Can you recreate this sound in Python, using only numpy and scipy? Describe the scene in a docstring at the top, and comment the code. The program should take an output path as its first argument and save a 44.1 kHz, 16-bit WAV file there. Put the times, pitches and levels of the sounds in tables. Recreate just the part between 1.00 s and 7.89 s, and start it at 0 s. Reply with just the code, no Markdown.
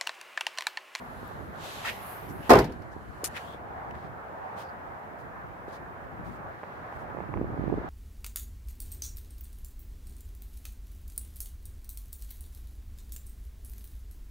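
"""A car's liftgate pulled shut by hand on an open lot, heard from beside the car on a stereo phone mic.
Gas hisses through the strut valves, then the gate slams on its latch and rubber stops: the panels ring,
the trim rattles out and the cabin air thumps. The recordist walks round the car on gritty concrete.
Far traffic hums behind it all, and wind buffets and pops in both mic ports, hardest at the end."""
import sys
import numpy as np
from scipy import signal
from scipy.fft import rfft, irfft, next_fast_len
from scipy.io import wavfile
from scipy.ndimage import uniform_filter1d, map_coordinates

SR = 44100
rng = np.random.default_rng(int(sys.argv[2]) if len(sys.argv) > 2 else 0)


def output_pcm(signal):
    """Save a mono or channel-first signal as 16-bit PCM at the path in sys.argv[1].

    Samples are clipped to [-1, 1] before scaling.
    """
    pcm = np.clip(np.atleast_2d(signal).T, -1, 1) * 32767
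    wavfile.write(sys.argv[1], SR, np.round(pcm).astype(np.int16))


N = 303849

# How alike the gate sounds at the two ports: freq_hz, correlation
GATE_LIKENESS = [(60, 0.99), (130, 1), (290, 0.96), (640, 0.77), (1410, 0.12), (3100, 0.11), (6820, -0.0),
                 (15000, 0.23)]
DIFFUSE = [(50, 0)]  # left and right unrelated at every frequency


def amp(db):
    """Decibels to gain."""
    return 10 ** (np.asarray(db) / 20)


def unit(x):
    """x scaled to rms 1."""
    return x / np.sqrt(np.mean(x ** 2) + 1e-20)


def along(points, hz):
    """Reads (freq_hz, value) points on a log frequency axis."""
    freqs, values = np.transpose(points)
    return np.interp(np.log(hz + 1), np.log(freqs + 1), values)


def curves(rows):
    """A per-sample curve for each column after the time, -120 outside the rows."""
    times, *columns = np.transpose(rows)
    return [np.interp(np.arange(N) / SR, times, column, left=-120, right=-120) for column in columns]


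def wobble(rate_hz):
    """A smooth random curve with rate_hz knots a second."""
    knots = rng.standard_normal(int(N * rate_hz / SR) + 4)
    return map_coordinates(knots, [np.arange(N) * rate_hz / SR])


def colour(spectrum):
    """The response of a (freq_hz, level_db) table."""
    return lambda hz: amp(along(spectrum, hz))


def band(centre_hz, width_hz):
    """The response of a steep resonance."""
    return lambda f: (f * width_hz / np.hypot(centre_hz ** 2 - f ** 2, f * width_hz + 1)) ** 2


def filtered(x, response):
    """x through a frequency response."""
    n = x.shape[-1]
    padded = next_fast_len(n + 4096)
    return irfft(rfft(x, padded) * response(np.fft.rfftfreq(padded, 1 / SR)), padded)[..., :n]


def noise(response, likeness, n=N):
    """Stereo noise of rms 1 with a given response and left-right correlation."""
    def mid_and_side(hz):
        angle = np.arccos(np.clip(along(likeness, hz), -1, 1)) / 2
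        return response(hz) * [np.cos(angle), np.sin(angle)]
    mid, side = filtered(rng.standard_normal((2, n)), mid_and_side)
    return unit(np.array([mid + side, mid - side]))


def patchy(x, depth_db):
    """Makes x flicker in random patches of time and frequency, at rms 1."""
    spectra = signal.stft(x, nperseg=512)[2]
    patches = uniform_filter1d(rng.standard_normal(spectra.shape[1:]), size=6, axis=0)
    patches = unit(uniform_filter1d(patches, size=12, axis=1))
    return unit(signal.istft(spectra * amp(depth_db * patches), nperseg=512)[1][:, :x.shape[1]])


def pan(pan_db):
    """Left and right gains; pan_db is left minus right."""
    return amp([pan_db / 2, -pan_db / 2]).reshape(2, -1)


def add(out, start_s, x):
    """Mixes x into out from start_s on."""
    i = round(start_s * SR)
    out[:, i:i + x.shape[1]] += x[:, :N - i]


def far_traffic():
    """A distant road drifts in level; one vehicle's tyres swell past, and a faint hum fades early."""
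    spectrum = [(59, -12.5), (100, -2.5), (145, -8.5), (170, -6), (280, -10.5), (335, -13.5), (379, -8),
                (453, -6.5), (732, -1.5), (1690, -8), (2730, -27.5), (7000, -66), (9100, -96),
                (15400, -120)]  # the road: freq_hz, level_db
    likeness = [(60, 0.55), (130, 0.87), (290, 1), (640, 0.16), (1410, -0.34), (3100, -0.033),
                (6820, -0.25), (15000, 0.0)]  # left against right: freq_hz, correlation
    road_level = [(0, -42.5), (.5, -42.5), (.65, -41.5), (1.4, -41.5), (1.9, -41), (2.08, -44.5),
                  (2.35, -40.5), (2.55, -42.5), (3.3, -42.5), (3.45, -41), (4.2, -42), (5.1, -42.5),
                  (5.78, -41), (6.2, -42.5), (6.89, -40.5)]  # the steady flow: time_s, level_db
    tyre_level = [(2.3, -71), (2.6, -50.5), (2.8, -42.5), (3.1, -51), (3.45, -43), (3.9, -47.5), (4.3, -54),
                  (4.6, -61.5)]  # the passing vehicle: time_s, level_db
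    hum_level = [(0, -51.5), (.2, -57), (.32, -77)]  # the faint hum: time_s, level_db
    road_db = curves(road_level)[0] + 0.55 * wobble(3) + 0.49 * wobble(8)
    out = amp(road_db) * patchy(noise(colour(spectrum), likeness), depth_db=1.2)
    tyre_db = curves(tyre_level)[0] + 1.7 * wobble(6.15)
    out += amp(tyre_db) * noise(band(786, 350), likeness)
    add(out, 0, amp(curves(hum_level)[0][:SR]) * noise(band(245, 19), likeness, SR))
    return out * pan(-0.83)


def late_hiss():
    """A faint, broad hiss round 3.3 kHz that comes up near the end."""
    swell = [(5.4, -90), (5.54, -72), (5.89, -71), (6.1, -76), (6.5, -76), (6.65, -69), (6.89, -67)]  # the hiss: time_s, level_db
    out, n = np.zeros((2, N)), 2 * SR
    out[:, -n:] = amp(curves(swell)[0][-n:]) * noise(band(3300, 2600), DIFFUSE, n)
    return out


def wind_buffet():
    """Wind on the bare mic: a low, lumpy rumble, each port with its own swells."""
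    gusts = [(0, -52, 1), (.38, -44, -5.5), (.6, -46, 0), (1.1, -52.5, -5), (1.3, -38.5, -6.5),
             (1.5, -45, 3), (1.8, -38, -7.5), (2.1, -40.5, 4.5), (2.4, -54.5, 8), (3.0, -42, -3.5),
             (3.5, -53.5, -2), (4.2, -51.5, -1), (4.5, -48, -6), (4.75, -44, -1), (5.0, -49, -5),
             (5.25, -44, 4), (5.8, -56, -3), (6.12, -46, -13.5), (6.42, -31.5, -5), (6.56, -35.5, -7),
             (6.75, -32, -9), (6.89, -40, -2)]  # wind at the ports: time_s, level_db, pan_db
    spectrum = [(12, -40), (20, -39), (47, 5.5), (110, 4), (262, -4), (343, -0.5), (700, -29), (910, -50),
                (1540, -120)]  # the rumble: freq_hz, level_db
    level_db, pan_db = curves(gusts)
    lumps_db = np.array([8 * np.tanh(.22 * wobble(14) + .5 * wobble(55)) for port in range(2)])
    swells_db = 1.9 * np.array([wobble(9), wobble(9)])
    rumble = noise(colour(spectrum), likeness=[(50, 0.11)])
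    return amp(level_db) * pan(pan_db) * unit(amp(lumps_db + swells_db) * rumble)


def wind_pops():
    """Eddies burst on the ports, each a push and a swing back; the last gust adds a flurry of them."""
    # The strongest eddies: centre_s, level_db, pitch_hz, pan_db, width_cycles
    eddies = [(.2308, -29, 348, -16, 0.46), (.3133, -25.5, 620, -16, 0.58), (1.404, -33, 166, 5, 0.54),
              (1.9652, -22, 278, -14, .5), (2.2359, -24, 425, -2.5, 0.77), (2.547, -22.5, 470, 24, 0.3),
              (4.6822, -29.5, 394, -2, 0.69), (5.6337, -24.5, 703, -3, .42), (5.6386, -26, 750, -2, 0.37),
              (5.9258, -26.5, 700, -1, 0.45), (6.103, -25, 737, -18, 0.39), (6.1495, -22, 400, -19, 0.31),
              (6.1714, -19.5, 605, -25, .45), (6.1878, -19.5, 459, -22, .33), (6.205, -18, 590, -14, .36),
              (6.2391, -22, 572, -19, 0.35), (6.3405, -20, 1000, -16, 1.3), (6.3742, -20.5, 850, -23, 0.64),
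              (6.3971, -20, 291, -18, .34), (6.4142, -15.5, 317, 1, 0.44), (6.4446, -20.5, 403, -16, .54),
              (6.5775, -23, 585, -21, 0.55), (6.6091, -22, 517, -21, .4), (6.64, -15, 281, -17, .4),
              (6.68, -13.5, 264, -17, .34), (6.6994, -18.5, 350, 23, 0.55), (6.7274, -14, 366, -16, 1.33),
              (6.741, -13, 340, -19, .36), (6.7771, -20.5, 347, 4, .8), (6.8468, -24, 332, -15, 0.66)]
    out, t = np.zeros((2, N)), np.arange(-600, 900) / SR
    times, scatter = rng.uniform(6.25, 6.85, size=24), rng.standard_normal((24, 3))
    flurry = [(s, -25 + 3 * size, 300 * np.exp(.25 * pitch), -15.5 + 6 * side, 0.42)
              for s, (size, pitch, side) in zip(times, scatter)]
    for centre_s, level_db, pitch_hz, pan_db, width in eddies + flurry:
        cycles = pitch_hz * t
        swing = np.cos(2 * np.pi * cycles + 1.2) * np.exp(-(cycles / width) ** 2)
        edge = 0.36 * np.cos(4.2 * np.pi * cycles) * np.exp(-(2.1 * cycles / width) ** 2)
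        gains = amp(level_db - abs(pan_db) / 2) * pan(pan_db)  # panning only lowers the far port
        add(out, centre_s + t[0], gains * (swing + edge))
    return out


def rustle():
    """A thin, cloth-like hiss as the recordist steps back."""
    swell = [(1.7, -60), (1.874, -64.5), (2.184, -63.5), (2.394, -55), (2.524, -64), (2.62, -80)]  # the rustle: time_s, level_db
    spectrum = [(1760, -19), (3000, -2.5), (3280, -11), (4300, -8), (5150, -14.5), (8080, -14.5),
                (8780, -23), (9150, -17), (11400, -13.5), (12800, -20), (15700, -27)]  # its bands: freq_hz, level_db
    out, start_s = np.zeros((2, N)), swell[0][0]
    level_db = curves(swell)[0][round(start_s * SR):][:SR]
    add(out, start_s, amp(level_db) * patchy(noise(colour(spectrum), DIFFUSE, SR), depth_db=1.0))
    return out


def gritty_envelope(t, rise_s, hold_s, t60_s):
    """A rise, a hold and a decay, broken into clumps of grit a millisecond long."""
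    clumps = amp(1.3 * uniform_filter1d(rng.standard_normal(len(t)), size=40) * np.sqrt(40))
    decay = amp(-60 * np.clip(t - rise_s - hold_s, 0, None) / t60_s)
    return unit(clumps) * np.clip(t / rise_s, 0, 1) * decay


def footsteps():
    """Soles roll over grit below the mic: spiky noise in a resonance that slides as the sole bends."""
    # Soles dragging: start_s, level_db, rise_s, hold_s, first_hz, last_hz, grit_db, pan_db
    scuffs = [(.633, -43, .01, .022, 690, 680, -33, 2), (.839, -31.5, 0.016, 0.043, 1230, 2100, -36, -1),
              (1.282, -59, .01, .018, 6000, 6000, -10, 0), (1.91, -66, .009, 0.017, 4500, 4500, -14, 12),
              (2.337, -36, 0.029, .012, 1700, 1800, -33, 0), (2.931, -68.5, .016, .12, 3480, 3460, -19, 5),
              (3.557, -53.5, 0.031, 0.036, 3000, 3000, -12, 5),
              (4.179, -67.5, .01, .024, 4000, 4000, -2, 3), (4.678, -65.5, .005, .05, 3300, 3500, -12, 5),
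              (4.72, -59, .011, .032, 4460, 3800, -14, 2), (5.24, -65.5, .008, 0.051, 3600, 3600, -5, 1),
              (5.308, -68, .006, .05, 4000, 4000, -6, 0), (5.916, -69.5, .01, .048, 4000, 4000, 2, 0),
              (5.982, -67.5, .01, .03, 5000, 5000, 0, 0)]
    # Narrower, gliding rubs: start_s, level_db, hold_s, first_hz, last_hz, pan_db
    squeaks = [(1.42, -55.5, 0.048, 2580, 2900, 11), (2.391, -61.5, 0.14, 2900, 3370, 15),
               (3.624, -68.5, 0.062, 5240, 4560, 7)]
    ticks = [(.277, -51, 12600, 2), (2.3658, -35, 2200, 2), (2.371, -30.5, 2000, 4),
             (2.909, -46.5, 2200, 2), (2.952, -57, 2800, 13)]  # single grains snapping: start_s, level_db, pitch_hz, pan_db
    crunches = [(2.2407, -24.5, 0.0019, 0.034, 7.5), (2.247, -28, .007, 0.022, 4),
                (2.258, -25, .0005, .012, 2), (2.261, -36.5, 0.014, .035, 2)]  # a pebble crushed underfoot: start_s, level_db, hold_s, t60_s, pan_db
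    pebble_spectrum = [(880, -27), (1500, -4), (1620, -28), (1740, -10.5), (3010, -12), (3260, -15),
                       (3530, -12.5), (6170, -7), (6680, -4), (8880, -6), (9890, -1), (10900, -10),
                       (14700, -12), (15700, -29)]  # its crunch: freq_hz, level_db
    out, t = np.zeros((2, N)), np.arange(SR // 4) / SR
    likeness = [(300, 1.0), (3000, 0.031)]  # freq_hz, correlation

    def rub(start_s, level_db, rise_s, hold_s, first_hz, last_hz, grit_db, pan_db, t60_s, breadth):
        def sole(hz):
            resonance = band(hz, breadth * last_hz)
            return noise(lambda f: resonance(f) + amp(grit_db) * (f > 1500), likeness, len(t))
        bend = np.clip(t / (rise_s + hold_s), 0, 1) * np.pi / 2
        scrape = np.cos(bend) * sole(first_hz) + np.sin(bend) * sole(last_hz)
        add(out, start_s, amp(level_db) * pan(pan_db) * gritty_envelope(t, rise_s, hold_s, t60_s) * scrape)

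    for scuff in scuffs:
        rub(*scuff, t60_s=.1, breadth=.75)
    for start_s, level_db, hold_s, first_hz, last_hz, pan_db in squeaks:
        rub(start_s, level_db, rise_s=.01, hold_s=hold_s, first_hz=first_hz, last_hz=last_hz,
            grit_db=-23, pan_db=pan_db, t60_s=.14, breadth=.2)
    for start_s, level_db, pitch_hz, pan_db in ticks:
        rub(start_s, level_db, rise_s=.00064, hold_s=.00064, first_hz=pitch_hz, last_hz=pitch_hz,
            grit_db=-28, pan_db=pan_db, t60_s=.012, breadth=.45)
    for start_s, level_db, hold_s, t60_s, pan_db in crunches:
        envelope = amp(level_db) * gritty_envelope(t, rise_s=.0013, hold_s=hold_s, t60_s=t60_s)
        add(out, start_s, pan(pan_db) * envelope * noise(colour(pebble_spectrum), likeness, len(t)))
    return out


def gas_struts():
    """Gas forced through the valves whistles high and rushes broadly, lower late in the swing."""
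    flow = [(0, -67, -67), (.27, -64, -62), (.52, -70, -68.5), (.58, -70, -58), (.642, -56, -46),
            (.824, -57.5, -46.5), (.866, -51, -42), (.986, -56.5, -51.5), (1.094, -47.5, -54.5),
            (1.26, -58, -58.5), (1.34, -57.5, -65), (1.452, -64, -56), (1.49, -60, -55)]  # gas through the valves: time_s, whistle_db, rush_db
    whistle_spectrum = [(5000, -34), (8500, -12), (9540, -11.5), (10600, -2.5), (11200, -0.5), (12000, -2),
                        (13200, -2.5), (15700, -14)]  # the whistle: freq_hz, level_db
    rush_spectra = ([(1200, -38), (2000, -8), (2600, -2), (3700, -2), (4300, -4.5), (4900, -10),
                    (7800, -11.5), (8800, -18), (10500, -18), (14000, -50)], [(1060, -40), (1800, -20),
                    (1850, -2), (2850, -4.5), (4910, -15), (8660, -22.5), (10000, -30), (13000, -46),
                    (22000, -120)])  # the early rush and the late one, each: freq_hz, level_db
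    out, n = np.zeros((2, N)), 3 * SR // 2
    whistle_db, rush_db = (curve[:n] for curve in curves(flow))
    whistle = patchy(noise(colour(whistle_spectrum), DIFFUSE, n), depth_db=2.5)
    early, late = (patchy(noise(colour(rows), [(50, .1)], n), depth_db=.7) for rows in rush_spectra)
    crossfade = np.clip((np.arange(n) / SR - .75) / 0.15, 0, 1) * np.pi / 2
    rush = np.cos(crossfade) * early + np.sin(crossfade) * late
    add(out, 0, amp(whistle_db) * whistle + amp(rush_db) * rush)
    return out


def cabin_thump(start_s=1.5, level_db=-24, pitch_hz=54, t60_s=.4):
    """Cabin air squeezed by the closing gate: a low, dying swing, alike at both ports."""
    t = np.clip(np.arange(N) / SR - start_s, 0, None)
    return amp(level_db - 60 * t / t60_s) * np.sin(2 * np.pi * pitch_hz * t)


def trim_shudder(n):
    """Loose trim and glass shake: noise whose every frequency dies at its own speed."""
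    spectrum = [(24, -43), (40, -9.5), (145, -9), (360, -2.5), (445, -6.5), (824, -6.5), (980, -4),
                (1080, -15), (1360, -11), (4000, -37.5), (5200, -68), (8800, -120)]  # the shaking: freq_hz, level_db
    decay_times = [(50, 0.46), (120, 0.3), (250, 0.38), (500, 0.24), (1200, 0.16), (4000, 0.33)]  # how long it lasts: freq_hz, t60_s
    hz, t, spectra = signal.stft(noise(colour(spectrum), GATE_LIKENESS, n), SR, nperseg=256)
    decay = amp(-60 * t / along(decay_times, hz)[:, None])
    return signal.istft(spectra * decay, SR, nperseg=256)[1][:, :n]


def liftgate_slam():
    """Every contact of the gate cracks the latch, rings the panels and shakes the trim."""
    # Contacts, each driving the modes near spot_hz best: start_s, crack_db, blow_db, spot_hz
    contacts = [(1.4943, -27, -18.5, 700), (1.4975, -26, -13.5, 1070), (1.503, -15, -4.5, 720),
                (1.512, -19, -7, 505), (1.516, -21, -5.5, 600), (1.5324, -17.5, -8, 980),
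                (1.541, -41, -9.5, 270), (1.553, -23, -9, 390), (1.573, -31, -15.5, 302),
                (1.5872, -18.5, -18, 710), (1.6, -42, -23, 370), (1.6423, -32, -30, 400),
                (1.6938, -54, -33.5, 296), (1.721, -46, -47.5, 300), (1.8193, -53, -49.5, 200)]
    panel_modes = [(124, -1, 0.24), (187, 0, 0.13), (247, 0, 0.099), (310, -7, .12), (356, -15, 0.07),
                   (407, 6.5, 0.09), (501.4, 4, 0.12), (643, 0, 0.088), (702, -1.5, 0.14), (817, 3, 0.11),
                   (920, -10, 0.074), (1066, 2.5, 0.11), (1177, -1, .08), (1198, 0.5, 0.12),
                   (1520, -15, 0.055), (1680, -6, 0.057), (2000, 3, 0.044), (2100, -30, 0.035),
                   (2480, -17, 0.042)]  # gate and body shell: pitch_hz, level_db, t60_s
    latch_spectrum = [(880, -34), (1500, -5.5), (1990, -8), (2930, -22), (4330, -11.5), (4640, -10),
                      (5940, -17), (8050, -23), (14700, -22.5), (15700, -35)]  # the latch crack: freq_hz, level_db
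    out, t = np.zeros((2, N)), np.arange(SR // 4) / SR
    hz, mode_db, t60_s = np.transpose(panel_modes)[:, :, None]
    lead = np.arccos(np.clip(along(GATE_LIKENESS, hz), -1, 1)) / 2  # phase lead at the left port
    lead[1::2] *= -1  # the modes radiate from alternate sides
    waves = np.array([np.sin(2 * np.pi * hz * t + side * lead) for side in (1, -1)])
    ring_envelope = (1 - np.exp(-t / .0027)) * amp(-60 * t / t60_s)
    crack_envelope = (1 - np.exp(-t / .0012)) * (amp(-60 * t / .035) + amp(-10 - 60 * t / .17))
    for start_s, crack_db, blow_db, spot_hz in contacts:
        drive = amp(mode_db - 9.9 * np.log2(hz / spot_hz) ** 2 + rng.normal(0, 3.4, hz.shape))
        ring = np.sum(drive * ring_envelope * waves, axis=1)
        crack = crack_envelope * noise(colour(latch_spectrum), GATE_LIKENESS, len(t))
        body = amp(-3.5) * ring + trim_shudder(len(t))
        add(out, start_s, amp(blow_db) * body + amp(crack_db) * crack)
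    return out * pan(-0.6)


def gain_control(x, knee_db, slope, memory_s):
    """The phone turns down as the running power nears and passes the knee, then creeps back."""
    keep = np.exp(-1 / (memory_s * SR))
    power = signal.lfilter([1 - keep], [1, -keep], np.mean(x ** 2, axis=0))
    return x * (1 + power / amp(2 * knee_db)) ** (-slope / 2)


def scene():
    """The lot as it reaches the two ports."""
    return (far_traffic() + wind_buffet() + wind_pops() + gas_struts() + rustle()
            + liftgate_slam() + cabin_thump() + footsteps() + late_hiss())


def record(dry):
    """The handheld phone: self-noise, bass roll-off, gain control, a soft ceiling and a band limit."""
    self_noise = [(2940, 4), (5000, -0.5), (8800, -5), (9820, -5), (14800, -1), (15700, -5)]  # the mic's own hiss: freq_hz, level_db
    x = dry + amp(-68) * noise(colour(self_noise), DIFFUSE)
    x = signal.sosfilt(signal.butter(2, 42, "high", fs=SR, output="sos"), x)
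    x = gain_control(x, knee_db=-33, slope=.3, memory_s=.17)
    x = x / (1 + np.abs(x / .97) ** 6) ** (1 / 6)
    return filtered(x, lambda hz: hz < 15800)


dry = scene()
out = record(dry)
output_pcm(out)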